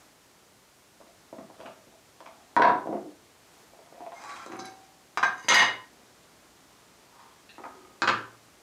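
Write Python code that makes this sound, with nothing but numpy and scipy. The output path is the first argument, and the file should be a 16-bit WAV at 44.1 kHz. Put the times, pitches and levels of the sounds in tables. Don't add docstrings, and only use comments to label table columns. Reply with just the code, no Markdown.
import sys
import numpy as np
from scipy import signal
from scipy.fft import rfft, irfft
from scipy.io import wavfile
from scipy.ndimage import uniform_filter1d, minimum_filter1d

SR = 44100
rng = np.random.default_rng(int(sys.argv[2]) if len(sys.argv) > 2 else 0)


def boost_factor(decibels):
    exponent = np.asarray(decibels, float) / 20
    return 10 ** exponent


def transcribe(u):
    v = np.clip(np.atleast_2d(u).T, -1, 1)
    q = np.round(v * 32767).astype(np.int16)
    wavfile.write(sys.argv[1], SR, q)


N = 380141

# frequency in Hz, level in dB per Hz.
HISS = [(12, -23), (20, -32), (53, -1), (262, 2.5), (293, 2.5), (422, 2), (527, -1), (590, 1), (678, 0.5),
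        (1150, -2), (1610, -4), (2460, -6.5), (2670, -7.5), (6910, -9), (16000, -21)]
# start in seconds, hiss in dB, extra top-end hiss in dB.
SHOTS = [
    (0, -59.5, -70),
    (1.0, -58.5, -72),
    (5.9, -57.5, -88),
]
CROSSFADE_S = 0.068
# middle in seconds, half length in seconds, swell in dB.
RUSTLES = [
    (0, 0.14, 3),
    (3.595, 0.19, 2.5),
]

# frequency in Hz, t60 in seconds.
ROOM = [(100, 0.58), (300, 0.46), (1000, 0.39), (3000, 0.33), (8000, 0.28), (15000, 0.14)]
# frequency in Hz, level in dB, t60 in seconds.
ROOM_MODES = [(113.8, -41, 0.57), (121, -66, 0.7)]
# delay in seconds, level in dB.
NEAR_ECHOES = [(.0074, -13.5), (.0095, -8.5), (.0155, -23), (.021, -12.5)]
# delay in seconds, level in dB.
FAR_ECHOES = [(.004, 3.5), (.0115, -7.5), (.0145, -6.5), (.031, -12), (.045, -21)]
# frequency in Hz, level in dB.
NEAR_COLOUR = [(100, 9.5), (500, 4.5), (1500, 5), (4000, 4), (8000, 0.5), (15000, -27)]
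# frequency in Hz, level in dB.
FAR_COLOUR = [(100, -4.5), (400, -3), (1000, -1), (1800, 0.5), (3000, 2.5), (5000, -2.5), (8000, -5),
              (15000, -10.5)]
FAR_LAG_S, FAR_DB = .0553, 1.5
ECHO_CUT_HZ = 14000
CEILING = .35

# start in seconds, peak in dB, brightness in dB per octave, ring in dB.
SEAM = [
    (1.002, -48, -4, -6),
    (1.011, -44.5, -0.5, -1),
    (1.024, -50, -3, -7),
]
# start in seconds, peak in dB, brightness in dB per octave, ring in dB.
PRY = [
    (1.327, -33.5, -7.5, 0),
    (1.349, -54, -5, 3),
    (1.594, -40.5, -7.5, 1),
    (1.602, -34.5, 2.5, -9),
    (1.61, -37, 1.5, -1),
    (1.869, -49.5, -10, -10),
]
# start in seconds, peak in dB, brightness in dB per octave, ring in dB.
TIP_OUT = [
    (2.204, -36, 4.5, -1),
    (2.209, -46, -6.5, 2),
]
# frequency in Hz, level in dB.
PRY_BODY = [(71, -47), (120, -18.5), (395, -4.5), (441, -9), (656, 5), (758, -12), (875, -6.5),
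            (1300, -11.5), (1710, -18.5), (9000, -47), (11700, -65), (19800, -120)]
# frequency in Hz, level in dB, t60 in seconds.
TIN = [(318, -36, 0.069), (577, -23, 0.033), (646, 7, 0.11), (1040, -1, 0.12)]

# start in seconds, peak in dB, brightness in dB per octave, ring in dB.
DROP = [
    (2.5645, -8.5, 2.5, 2),
    (2.5725, -23.5, 1, -15),
    (2.577, -28, -3.5, -2),
    (2.596, -13.5, -3, -2.5),
    (2.634, -23.5, -7, -7),
]
# start in seconds, peak in dB, brightness in dB per octave, ring in dB.
SETTLE = [
    (2.856, -29, -2.5, -7),
    (2.871, -22.5, 2.5, -0.5),
    (2.889, -25, -4, -6),
    (2.909, -38, 0.5, 2),
    (5.928, -54.5, -5, 10),
]
# frequency in Hz, level in dB.
DROP_BODY = [(47, -59), (80, -38), (200, -21.5), (306, -14.5), (410, -8), (708, -16.5), (892, -11),
             (970, 4), (1200, -13), (1440, -10), (1750, -15.5), (2100, -27.5), (2900, -36), (3800, -35),
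             (5300, -43.5), (6500, -50.5), (12000, -64), (15600, -95), (22000, -120)]
# frequency in Hz, level in dB.
SETTLE_BODY = [(59, -56), (100, -12.5), (269, -2.5), (318, 6.5), (447, -2.5), (690, 2), (850, -15.5),
               (4000, -57.5), (5200, -90), (8800, -120)]
# frequency in Hz, level in dB, t60 in seconds.
HANDLE = [(316, 4.5, 0.057), (510, -17, 0.028), (683, -2, 0.039), (726, 4, 0.13), (798, 8, 0.067),
          (887, -2, 0.12), (1090, -0.5, 0.029), (1410, -24, 0.067)]
HANDLE_FAR_DB = [0.76, 0, 1.5, 0.33, 0.085, 1.5, 0, 0.11]

# start in seconds, peak in dB,
# brightness in dB per octave, ring in dB.
NEAR_TICK = [
    (3.789, -43, 2, -20),
    (4.063, -39, 1.5, -20),
    (4.119, -37, 5, -24),
    (1.5, -40, 0, -9),
]
# start in seconds, peak in dB, brightness in dB per octave, ring in dB.
GRIP = [
    (3.734, -45.5, -4.5, -8),
    (3.924, -43.5, -5.5, -1),
    (3.952, -53, -0.5, 4),
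    (4.005, -35.5, -2.5, -14),
    (4.0635, -38.5, 3, -12),
]
# frequency in Hz, level in dB.
GRIP_BODY = [(180, -36), (300, -9.5), (505, -6.5), (669, 0), (1040, -8.5), (1140, -19), (4000, -40),
             (5200, -71), (8800, -120)]
# start in seconds, peak in dB, brightness in dB per octave, ring in dB.
LIFT = [
    (4.238, -32.5, 3.5, -17),
    (4.304, -35, 3, -14),
    (4.462, -32, -2, -12),
    (4.499, -37.5, -5.5, -1),
    (4.534, -32.5, -5, -8),
    (4.588, -47, 0, 6.5),
]
# frequency in Hz, level in dB.
LIFT_BODY = [(71, -35.5), (120, -17), (318, -4.5), (355, 6), (457, -6.5), (1070, -1.5), (2780, -22),
             (6270, -27), (9000, -35), (11700, -66), (19800, -120)]
HELD_LID_HZ = [354, 765, 1028, 1592, 2218, 3860, 4900, 6180]
# level in dB, t60 in seconds.
HELD_LID_RING = [(5.5, 0.081), (-1.5, 1), (-1, 0.032), (1.5, 0.17), (0, 0.068), (-8, 0.067), (-13, 0.042),
                 (-13, 0.094)]
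# start in seconds, peak in dB, brightness in dB per octave, ring in dB.
RIM_TICK = [
    (4.3585, -47, 7, 3),
    (4.4618, -35, 5.5, -5),
    (4.590, -48.5, 9, 7.5),
    (4.5954, -34.5, 1, -10),
    (4.6004, -31, 0, 6),
    (4.6045, -38, 1, 1),
    (4.609, -47, -12, -5),
]
# frequency in Hz, level in dB.
RIM_BODY = [(1180, -36), (2000, -16), (2200, -15), (3030, -29), (3980, -8.5), (4900, -10), (5800, -12),
            (6320, -9.5), (8320, -18.5), (13000, -37)]
RIM_HZ = [1340, 2240, 3240, 3950, 5080, 6200, 7300]
# level in dB, t60 in seconds.
RIM_RING = [(-6, .06), (-13, 0.055), (-28, .1), (-5.5, 0.072), (-21, .05), (-6.5, 0.06), (-22, 0.037)]
# start in seconds, peak in dB, brightness in dB per octave, ring in dB.
PING = [
    (4.566, -55, 5.5, -1),
    (4.654, -35, 0, 3.5),
    (4.658, -47, -2, 0),
]
# frequency in Hz, level in dB.
PING_BODY = [(3000, -60), (8000, -20), (10200, 0), (11500, -10), (15000, -47)]
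# frequency in Hz, level in dB, t60 in seconds.
PING_MODES = [(9050, -9, .03), (10300, 0, .025)]

# time in seconds, level in dB, cavity in Hz, bright share in dB.
SLIDE = [
    (3.65, -60, 756, -10),
    (3.916, -47.5, 600, -23),
    (4.09, -66, 740, -8),
    (4.18, -37.5, 895, -5),
    (4.274, -34.5, 1140, -5.5),
    (4.424, -38.5, 1140, -5.5),
    (4.49, -49, 880, -33),
    (4.63, -43.5, 705, -27),
    (4.85, -57.5, 720, 13),
]
# frequency in Hz, level in dB, t60 in seconds.
RUBBED_LID = [(350, -0.5, 0.12), (850, 0, 0.058), (1640, -3, 0.014), (2100, -4, 0.017), (2370, -7, 0.051),
              (3240, -20, 0.066), (3960, -13, .03), (5100, -16, .03), (6160, -10, 0.045), (7100, -11, .04)]
SING_START_S = [3.92, 3.955, 4.12, 4.19, 4.24, 4.34, 4.32, 4.14, 4.33, 4.12, 4.21, 4.26, 4.31, 4.37, 4.6]
SING_LENGTH_S = [.05, .16, .07, .1, .085, .12, .15, .1, .14, .15, .04, .05, .045, .08, .09]
SING_FROM_HZ = [570, 730, 770, 840, 1140, 1090, 1335, 2150, 3205, 6170, 5080, 5120, 3950, 1600, 1590]
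SING_TO_HZ = [560, 660, 830, 830, 1125, 1075, 1345, 2080, 3215, 6170, 5080, 5080, 3930, 1560, 1595]
SING_DB = [-61, -50, -62, -54, -50.5, -55.5, -56, -62.5, -62.5, -65.5, -65, -64, -60, -61, -61]
SING_WIDTH_HZ, SING_STEADY = 35, 1.1

# start in seconds, peak in dB, brightness in dB per octave, ring in dB.
TOUCH = [
    (5.173, -16, 1.5, 3.5),
    (5.176, -19, 4, -18),
]
# frequency in Hz, level in dB.
TOUCH_BODY = [(60, -45), (150, -9), (200, -22), (300, -11), (500, -21), (750, 2), (1100, -1.5),
              (1600, -3.5), (2200, -9.5), (3200, -18), (4500, -30), (6300, -30.5), (9000, -40.5),
              (15000, -48), (21000, -70)]
# frequency in Hz, level in dB, t60 in seconds.
TOUCH_MODES = [(742, -10, 0.15), (1070, -7, 0.04), (1233, 4, 0.035), (1500, -15, 0.04), (1584, -3.5, 0.072),
               (2190, -15.5, 0.058), (3870, -13, .06), (4870, -15, 0.038), (6180, -18, .09)]
TOUCH_FAR_DB = [9, 5, 2.5, -1, 14.5, 7, 1, 1, 5]
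# start in seconds, peak in dB, brightness in dB per octave, ring in dB.
SLIP = [
    (5.378, -55.5, 8.5, 10),
    (5.395, -57, 7.5, 13),
    (5.426, -56, 8.5, 10),
    (5.445, -36, -7, 7),
]
SLIP_FAR_DB = [7, 0, 1, 2, 3, -5, -9, 6, 0, -6, -6, -3, 0, 5]
# start in seconds, peak in dB, brightness in dB per octave, ring in dB.
CLANK = [
    (5.4835, -11.5, 1, -11.5),
    (5.4865, -5.5, 6.5, 3.5),
    (5.625, -28, 0, -15),
    (5.4965, -14, 2.5, -11),
    (5.5115, -12.5, 1.5, -9),
    (5.545, -20, 1.5, -13),
]
# frequency in Hz, level in dB.
CLANK_BODY = [(40, -53), (100, -20), (250, -19), (400, -10), (650, -9.5), (1000, -1), (1500, -7.5),
              (2100, -9), (3000, -11.5), (3900, -9), (5300, -28.5), (5900, -16.5), (7200, -26.5),
              (9000, -30), (15500, -41), (21000, -48)]
LID_HZ = [1025, 1592, 1879, 2071, 2140, 2907, 3850, 4780, 5030, 6205, 6690, 8123, 9040, 11100]
# level in dB, t60 in seconds.
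LID_RING = [(-1.5, 0.13), (-16, 0.11), (1, 0.11), (-4.5, 0.11), (-2.5, 0.18), (-7.5, 0.21), (-13, 0.11),
            (-12.5, 0.057), (-12.5, 0.05), (-6.5, 0.093), (-14, 0.064), (-26, 0.095), (-39, .07),
            (-24, 0.043)]
LID_FAR_DB = [2.5, 6, 5, 0, 2, -2, 2, 4, 3, -4.5, -4, 0, 5, -1]
# start in seconds, peak in dB, brightness in dB per octave, ring in dB.
CRACK = [
    (5.4865, -36, -8, -9),
    (5.508, -39, 0, -20),
    (5.5405, -24, 0, -20),
]
# frequency in Hz, level in dB.
CRACK_BODY = [(3000, -35), (6000, -14), (9000, -8), (12000, -14), (15500, -12), (21000, 9)]
# frequency in Hz, start in seconds, level in dB.
WOBBLE = [
    (1877, 5.54, -14.5),
    (2140, 5.565, -26),
]
WOBBLE_RISE_S, WOBBLE_END_S, WOBBLE_DROP_DB, WOBBLE_DROP_S, WOBBLE_FADE_DB_PER_S = 0.011, 5.62, -17, 0.012, 111
RATTLE_START_S, RATTLE_GAP_S, RATTLE_UNEVEN = 5.503, .0087, 0.201
RATTLE_DB, RATTLE_LOSS_DB, RATTLE_OFFBEAT_DB = -7, 2.1, -15
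RATTLE_TILT_DB, RATTLE_RING_DB, RATTLE_RING_LOSS_DB = -0.5, -6, -2.83
THUMP_S, THUMP_HZ, THUMP_DB, THUMP_T60_S = 5.487, 58.3, -49, .35
REST_S, REST_DB, REST_FADE_S = 5.572, -6, .012
CUT_S, CUT_FADE_S = 5.875, .025

# most pressure in seconds, rise in seconds, fall in seconds, level in dB, resonance in Hz.
RUB = [
    (1.07, 0.053, 0.21, -62, 656),
    (1.38, 0.087, 0.19, -54, 620),
    (1.58, 0.092, 0.17, -42.5, 636),
    (2.264, 0.078, 0.91, -53, 744),
    (6.738, 0.15, 0.15, -57, 1090),
    (7.172, 0.067, 0.21, -45, 990),
    (7.72, 0.023, 0.097, -50, 910),
]
STROKE_RISE_DB, STROKE_FALL_DB, STROKE_BRIGHT_DB = 57, 22, -8.5
STROKE_PITCH_START, STROKE_PITCH_END = 0.88, 1.07
# frequency in Hz, level in dB, t60 in seconds.
OPEN_TIN = [(371, 4, 0.12), (940, -13, .04), (1249, 2.5, 0.15), (2180, -17, 0.069)]
OPEN_TIN_FAR_DB = [-1, -7, 2.5, 0]
# start in seconds, peak in dB, brightness in dB per octave, ring in dB.
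BLADE_TICK = [
    (7.4915, -47.5, 0, 2),
    (7.4965, -45.5, 0, 3),
    (7.507, -51, -3, 5),
]
# frequency in Hz, level in dB.
TICK_BODY = [(760, -51), (1300, -15), (1680, 3), (2350, -13), (2690, 0), (3110, -11), (3600, 0), (4200, 4),
             (5400, -20), (7000, -28), (15400, -120)]
# frequency in Hz, level in dB, t60 in seconds.
BLADE = [(1690, -20, .05), (2720, 4, 0.18), (3920, -4, .09), (4270, -5, 0.045), (2650, -6, .08),
         (3550, -5, .04)]
# start in seconds, peak in dB, brightness in dB per octave, ring in dB.
NUDGE = [
    (7.581, -34.5, -1, -0.5),
    (7.596, -36.5, -3.5, -8),
    (7.75, -57, -7, 7.5),
    (7.79, -56.5, 1.5, 12.5),
    (7.848, -62, -12, 1.5),
    (7.898, -59, -4, 3),
]
# frequency in Hz, level in dB.
NUDGE_BODY = [(88, -60), (150, -26), (278, -5), (524, -7), (621, -7.5), (782, 1.5), (1210, -4),
              (1380, -14.5), (2200, -15), (2700, -26.5), (6000, -34), (7800, -64), (13200, -120)]
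# start in seconds, peak in dB, brightness in dB
# per octave, ring in dB.
LATE_RETURN = [
    (7.653, -38.5, -6, 0),
    (8.089, -17.5, 0, -1),
]
# start in seconds, peak in dB, brightness in dB per octave, ring in dB.
KNOCK = [
    (8.019, -13.5, 1, 1.5),
    (8.029, -28, -2, -8),
    (8.034, -17.5, -4, -8),
    (8.049, -30, -6, -11),
]
# frequency in Hz, level in dB.
KNOCK_BODY = [(47, -83), (80, -13.5), (147, -27.5), (354, -14.5), (506, -11), (723, -29), (820, -12),
              (1250, -3.5), (1600, -2), (1900, -17), (2200, -16), (2700, -18), (3200, -18.5), (4500, -16),
              (5500, -29.5), (6500, -27.5), (8500, -39), (15600, -53)]
# frequency in Hz, level in dB, t60 in seconds.
KNIFE = [(360, -7.5, 0.14), (518, -12, 0.032), (838, -6, 0.05), (955, -1, 0.1), (1232, 3, 0.12),
         (1378, -1, 0.08), (1510, 0, 0.07), (1620, -7, 0.046), (2503, -2.5, .045), (3100, -10, .03),
         (4200, -6, 0.019), (6870, -8.5, 0.032)]
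KNIFE_FAR_DB = [5.5, 9, 2.5, -7, -0.5, 3, -10, -1, -10, -9, 2, -8]


def at_hz(points, hz):
    table_hz, value = np.array(points)[:, 0], np.array(points)[:, 1]
    return np.interp(np.log(hz), np.log(table_hz), value)


def rms_one(x):
    return x / np.sqrt(np.mean(x ** 2) + 1e-20)


def coloured(x, spectrum):
    hz = np.maximum(np.arange(len(x) // 2 + 1) * SR / len(x), 1)
    return irfft(rfft(x) * boost_factor(at_hz(spectrum, hz)), len(x))


def bandpass(x, low_hz, high_hz, order=2):
    return signal.sosfilt(signal.butter(order, [low_hz, high_hz], "band", fs=SR, output="sos"), x)


def add(out, sound, s):
    i = int(round(s * SR))
    out[..., i:i + sound.shape[-1]] += sound[..., :N - i]


def hiss():
    t = np.arange(N) / SR
    start_s, level_db, top_db = np.transpose(SHOTS)
    shot = np.maximum(np.searchsorted(start_s, t, side="right") - 1, 0)
    fade = int(CROSSFADE_S * SR)
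    level_db = uniform_filter1d(level_db[shot], size=fade)
    top_db = uniform_filter1d(top_db[shot], size=fade)
    for s, half_s, swell_db in RUSTLES:
        level_db = level_db + swell_db * np.maximum(1 - np.abs(t - s) / half_s, 0)
    top = bandpass(rng.standard_normal(N), 2500, 12000, order=1)
    air = rms_one(coloured(rng.standard_normal(N + 1), HISS)[:N])
    return air * boost_factor(level_db) + rms_one(top) * boost_factor(top_db)


def response(echoes, tail_db, build_s):
    t = np.arange(SR) / SR
    white, edges = rng.standard_normal((2, SR)), 60 * 2 ** np.arange(0, 8.5, .5)
    tail = np.zeros(SR)
    for k, (low, high) in enumerate(zip(edges, edges[1:])):
        tail += bandpass(white[k % 2], low, high) * boost_factor(-60 * t / at_hz(ROOM, low))
    out = boost_factor(tail_db) * tail * (1 - np.exp(-t / build_s))
    out[0] += 1
    walls = np.zeros(SR)
    for s, level_db in echoes:
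        walls[int(s * SR)] += boost_factor(level_db)
    return out + signal.lfilter(*signal.butter(1, ECHO_CUT_HZ, fs=SR), walls)


def rooms():
    far = np.pad(response(FAR_ECHOES, tail_db=-22.5, build_s=0.00017), (int(FAR_LAG_S * SR), 0))
    far = boost_factor(FAR_DB) * coloured(far, FAR_COLOUR)
    near = np.pad(response(NEAR_ECHOES, tail_db=-34, build_s=.003), (64, 0))
    near = coloured(near, NEAR_COLOUR)[64:]
    no_bass = signal.butter(4, 175, "high", fs=SR, output="sos")
    far, near = signal.sosfilt(no_bass, far), signal.sosfilt(no_bass, near)
    t = np.arange(len(far)) / SR
    for hz, level_db, t60 in ROOM_MODES:
        far += boost_factor(level_db - 60 * t / t60) * np.sin(2 * np.pi * hz * t) * (1 - np.exp(-t / 0.14))
    return near, far


def heard(dry, near, far):
    return signal.fftconvolve(dry[0], near)[:N] + signal.fftconvolve(dry[1], far)[:N]


def click(spectrum_db):
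    cepstrum = irfft(np.maximum(spectrum_db, -100) * np.log(10) / 20)
    half = len(cepstrum) // 2
    cepstrum[1:half] *= 2
    cepstrum[half + 1:] = 0
    return irfft(np.exp(rfft(cepstrum)))[:half]


def blows(events, body, modes, cycles, ring_db, far_db, beam_db=0, rest_db=0):
    out, t = np.zeros((2, N)), np.arange(SR // 2)[:, None] / SR
    chance = rng.standard_normal((len(events), 500))
    hz, mode_db, t60 = np.transpose(modes)
    bins_hz = np.maximum(np.arange(2049) * SR / 4096, 20)
    for (s, peak_db, tilt_db, more_ring_db), draw in zip(events, chance):
        ripple_db = 1.2 * np.interp(np.log2(bins_hz / 50) * 3, np.arange(30), draw[:30])
        thud = click(at_hz(body, bins_hz) + tilt_db * np.log2(bins_hz / 1000) + ripple_db)
        scatter = boost_factor(-18 - 60 * t[:440, 0] * 1000 / cycles) * np.array([draw[60:], draw[:59:-1]])
        scatter[:, 0] = 1
        thud = signal.fftconvolve(thud[None], scatter)
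        strength = boost_factor(mode_db + tilt_db * np.log2(hz / 1000) + 1.5 * draw[30:30 + len(hz)])
        towards = strength * boost_factor([0 * hz, beam_db + 0 * hz])
        beat = 1 + np.minimum(hz / 9000, .9) * np.cos(2 * np.pi * 0.0074 * hz * t + draw[59])
        ring = (boost_factor(-60 * t / t60) * beat * np.sin(2 * np.pi * hz * t)) @ towards.T
        resting = np.clip((t[:, 0] + s - REST_S) / REST_FADE_S, 0, 1)
        sound = ring.T * boost_factor(ring_db + more_ring_db + rest_db * resting)
        sound = signal.lfilter(*signal.butter(2, 12000, fs=SR), sound)
        sound[:, :thud.shape[1]] += thud / np.abs(thud).max(axis=1, keepdims=True)
        add(out, boost_factor(peak_db + np.array([[0], [far_db]])) * sound, s + .001)
    return out


def prying():
    out = blows(SEAM, PRY_BODY, TIN, cycles=8.2, ring_db=-28, far_db=-10.5)
    out += blows(PRY, PRY_BODY, TIN, cycles=15.0, ring_db=-30, far_db=-2.0)
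    return out + blows(TIP_OUT, NUDGE_BODY, TIN, cycles=5.7, ring_db=-21.0, far_db=-4)


def stroke(s, rise_s, fall_s, level_db, hz):
    return [(s - rise_s, level_db - STROKE_RISE_DB, hz * STROKE_PITCH_START, STROKE_BRIGHT_DB),
            (s, level_db, hz, STROKE_BRIGHT_DB),
            (s + fall_s, level_db - STROKE_FALL_DB, hz * STROKE_PITCH_END, STROKE_BRIGHT_DB)]


def friction(path, grains_per_s, width, bright_hz, gain_db, modes, ring_db):
    s, level_db, centre_hz, bright_db = np.transpose(path)
    t = np.arange(s[0] * SR, s[-1] * SR) / SR
    sizes = boost_factor(3.8 * np.minimum(rng.exponential(1, 2 * SR), 4)) * rng.choice([-1, 1], 2 * SR)
    grains = (sizes * (rng.random(2 * SR) < grains_per_s / SR))[:len(t)]
    phase = 2 * np.pi * np.cumsum(np.interp(t, s, centre_hz)) / SR
    pole = np.exp(-np.pi * width * np.mean(centre_hz) / SR)
    slow = signal.lfilter([1], [1, -pole], grains * np.exp(-1j * phase))
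    hollow = bandpass(np.real(slow * np.exp(1j * phase)), 220, 2600)
    bright = rms_one(bandpass(grains, *bright_hz))
    for hz, mode_db, t60 in modes:
        r, w = boost_factor(-60 / (0.5 * t60 * SR)), 2 * np.pi * hz / SR
        ring = signal.lfilter([1], [1, -2 * r * np.cos(w), r * r], grains)
        bright += boost_factor(mode_db + ring_db) * rms_one(ring)
    sound = rms_one(hollow) + boost_factor(np.interp(t, s, bright_db)) * bright
    pressure = boost_factor(np.interp(t, s, level_db) + gain_db) * signal.windows.tukey(len(t), .06)
    out = np.zeros(N)
    lead_s = 0.034
    add(out, sound * pressure, s[0] - lead_s)
    return out


def bench_rubbing():
    return sum(friction(stroke(*row), grains_per_s=1900, width=0.18, bright_hz=[2000, 5000], gain_db=-18.0,
                        modes=OPEN_TIN, ring_db=-10.0) for row in RUB)


def near_ticks():
    return blows(NEAR_TICK, GRIP_BODY, TIN, cycles=6.7, ring_db=-22.0, far_db=-30)


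def dropped_screwdriver():
    out = blows(DROP, DROP_BODY, HANDLE, cycles=21.0, ring_db=-22.5, far_db=1.0, beam_db=HANDLE_FAR_DB)
    return out + blows(SETTLE, SETTLE_BODY, HANDLE, cycles=17, ring_db=-29.5, far_db=-2.4)


def lid_rubbing():
    return friction(SLIDE, grains_per_s=2500, width=0.52, bright_hz=[1800, 7500], gain_db=-23.0,
                    modes=RUBBED_LID, ring_db=-4.5)


def lid_lifting():
    held_lid, rim = np.column_stack([HELD_LID_HZ, HELD_LID_RING]), np.column_stack([RIM_HZ, RIM_RING])
    out = blows(GRIP, GRIP_BODY, TIN, cycles=6.5, ring_db=-23.0, far_db=-6)
    out += blows(LIFT, LIFT_BODY, held_lid, cycles=14.0, ring_db=-17.5, far_db=-2.1)
    out += blows(RIM_TICK, RIM_BODY, rim, cycles=16, ring_db=-23.0, far_db=-7.5)
    return out + blows(PING, PING_BODY, PING_MODES, cycles=12, ring_db=-16, far_db=-20)


def singing():
    out, pole = np.zeros(N), np.exp(-np.pi * SING_WIDTH_HZ / SR)
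    chance = rng.standard_normal((len(SING_DB), 2, SR // 2))
    notes = zip(SING_START_S, SING_LENGTH_S, SING_FROM_HZ, SING_TO_HZ, SING_DB, chance)
    for s, length_s, from_hz, to_hz, level_db, draw in notes:
        share = np.linspace(0, 1, int(length_s * SR))
        tremble = rms_one(signal.lfilter([1], [1, -pole], draw))[:, -len(share):]
        phase = 2 * np.pi * np.cumsum(from_hz + (to_hz - from_hz) * share) / SR
        tone = (SING_STEADY + tremble[0]) * np.sin(phase) + tremble[1] * np.cos(phase)
        add(out, boost_factor(level_db) * np.sin(np.pi * share) * tone, s)
    return out


def lid_touching():
    return blows(TOUCH, TOUCH_BODY, TOUCH_MODES, cycles=14.4, ring_db=-19.0, far_db=-2.5, beam_db=TOUCH_FAR_DB)


def rattle(count):
    k = np.arange(count)
    s = RATTLE_START_S + RATTLE_GAP_S * (k + RATTLE_UNEVEN * rng.uniform(-0.997, 1, count))
    peak_db = RATTLE_DB - RATTLE_LOSS_DB * k + RATTLE_OFFBEAT_DB * (k % 2)
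    return list(zip(s, peak_db, RATTLE_TILT_DB + 0 * s, RATTLE_RING_DB - RATTLE_RING_LOSS_DB * k))


def lid_landing():
    lid = np.column_stack([LID_HZ, LID_RING])
    out = blows(SLIP, CLANK_BODY, lid, cycles=31.0, ring_db=-23.5, far_db=-3.0,
                beam_db=SLIP_FAR_DB, rest_db=REST_DB)
    out += blows(CLANK + rattle(count=9), CLANK_BODY, lid, cycles=34.0, ring_db=-25.0, far_db=-3.5,
                 beam_db=LID_FAR_DB, rest_db=REST_DB)
    return out + blows(CRACK, CRACK_BODY, lid, cycles=22.0, ring_db=-30, far_db=-30)


def thump():
    t, out = np.arange(SR // 2) / SR, np.zeros(N)
    shudder = boost_factor(THUMP_DB - 60 * t / THUMP_T60_S) * np.sin(2 * np.pi * THUMP_HZ * t)
    add(out, shudder, THUMP_S)
    add(out, shudder * boost_factor(6.0), THUMP_S + FAR_LAG_S)
    return out


def wobble():
    t, out = np.arange(N) / SR, np.zeros(N)
    after = np.maximum(t - WOBBLE_END_S, 0)
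    loss_db = WOBBLE_DROP_DB * np.minimum(after / WOBBLE_DROP_S, 1) - WOBBLE_FADE_DB_PER_S * after
    for hz, s, level_db in WOBBLE:
        rise = np.clip((t - s) / WOBBLE_RISE_S, 0, 1)
        out += boost_factor(level_db + loss_db) * rise * np.sin(2 * np.pi * hz * t)
    return out


def knife():
    out = blows(BLADE_TICK, TICK_BODY, BLADE, cycles=53, ring_db=-16.0, far_db=-17)
    out += blows(NUDGE, NUDGE_BODY, OPEN_TIN, cycles=12.0, ring_db=-16.5, far_db=-1.5, beam_db=OPEN_TIN_FAR_DB)
    out += blows(LATE_RETURN, KNOCK_BODY, KNIFE, cycles=12.0, ring_db=-20.5, far_db=-30)
    return out + blows(KNOCK, KNOCK_BODY, KNIFE, cycles=25.0, ring_db=-20.0, far_db=-0.7, beam_db=KNIFE_FAR_DB)


def scene():
    near, far = rooms()
    dry = prying() + bench_rubbing() + near_ticks() + dropped_screwdriver()
    dry += lid_rubbing() + lid_lifting() + lid_touching() + knife()
    dry[0] += singing()
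    before_cut = np.clip(1 - (np.arange(N) / SR - CUT_S) / CUT_FADE_S, 0, 1)
    landing = before_cut * (heard(lid_landing(), near, far) + wobble())
    return (heard(dry, near, far) + landing + thump() + hiss())[None]


def roll_off(x):
    return signal.sosfilt(signal.butter(12, 16330, fs=SR, output="sos"), x)


def record(dry):
    over_db = np.maximum(20 * np.log10(np.abs(dry[0]) / CEILING + 1e-9), 0)
    fall = 260 * np.arange(N) / SR
    held_db = np.maximum.accumulate(over_db + fall) - fall
    held_db = uniform_filter1d(-minimum_filter1d(-held_db, size=41), size=41)
    top_cut = signal.cheby2(10, 50, 16400, fs=SR, output="sos")
    return roll_off(signal.sosfilt(top_cut, dry * boost_factor(-held_db)))


dry = scene()
out = record(dry)
transcribe(out)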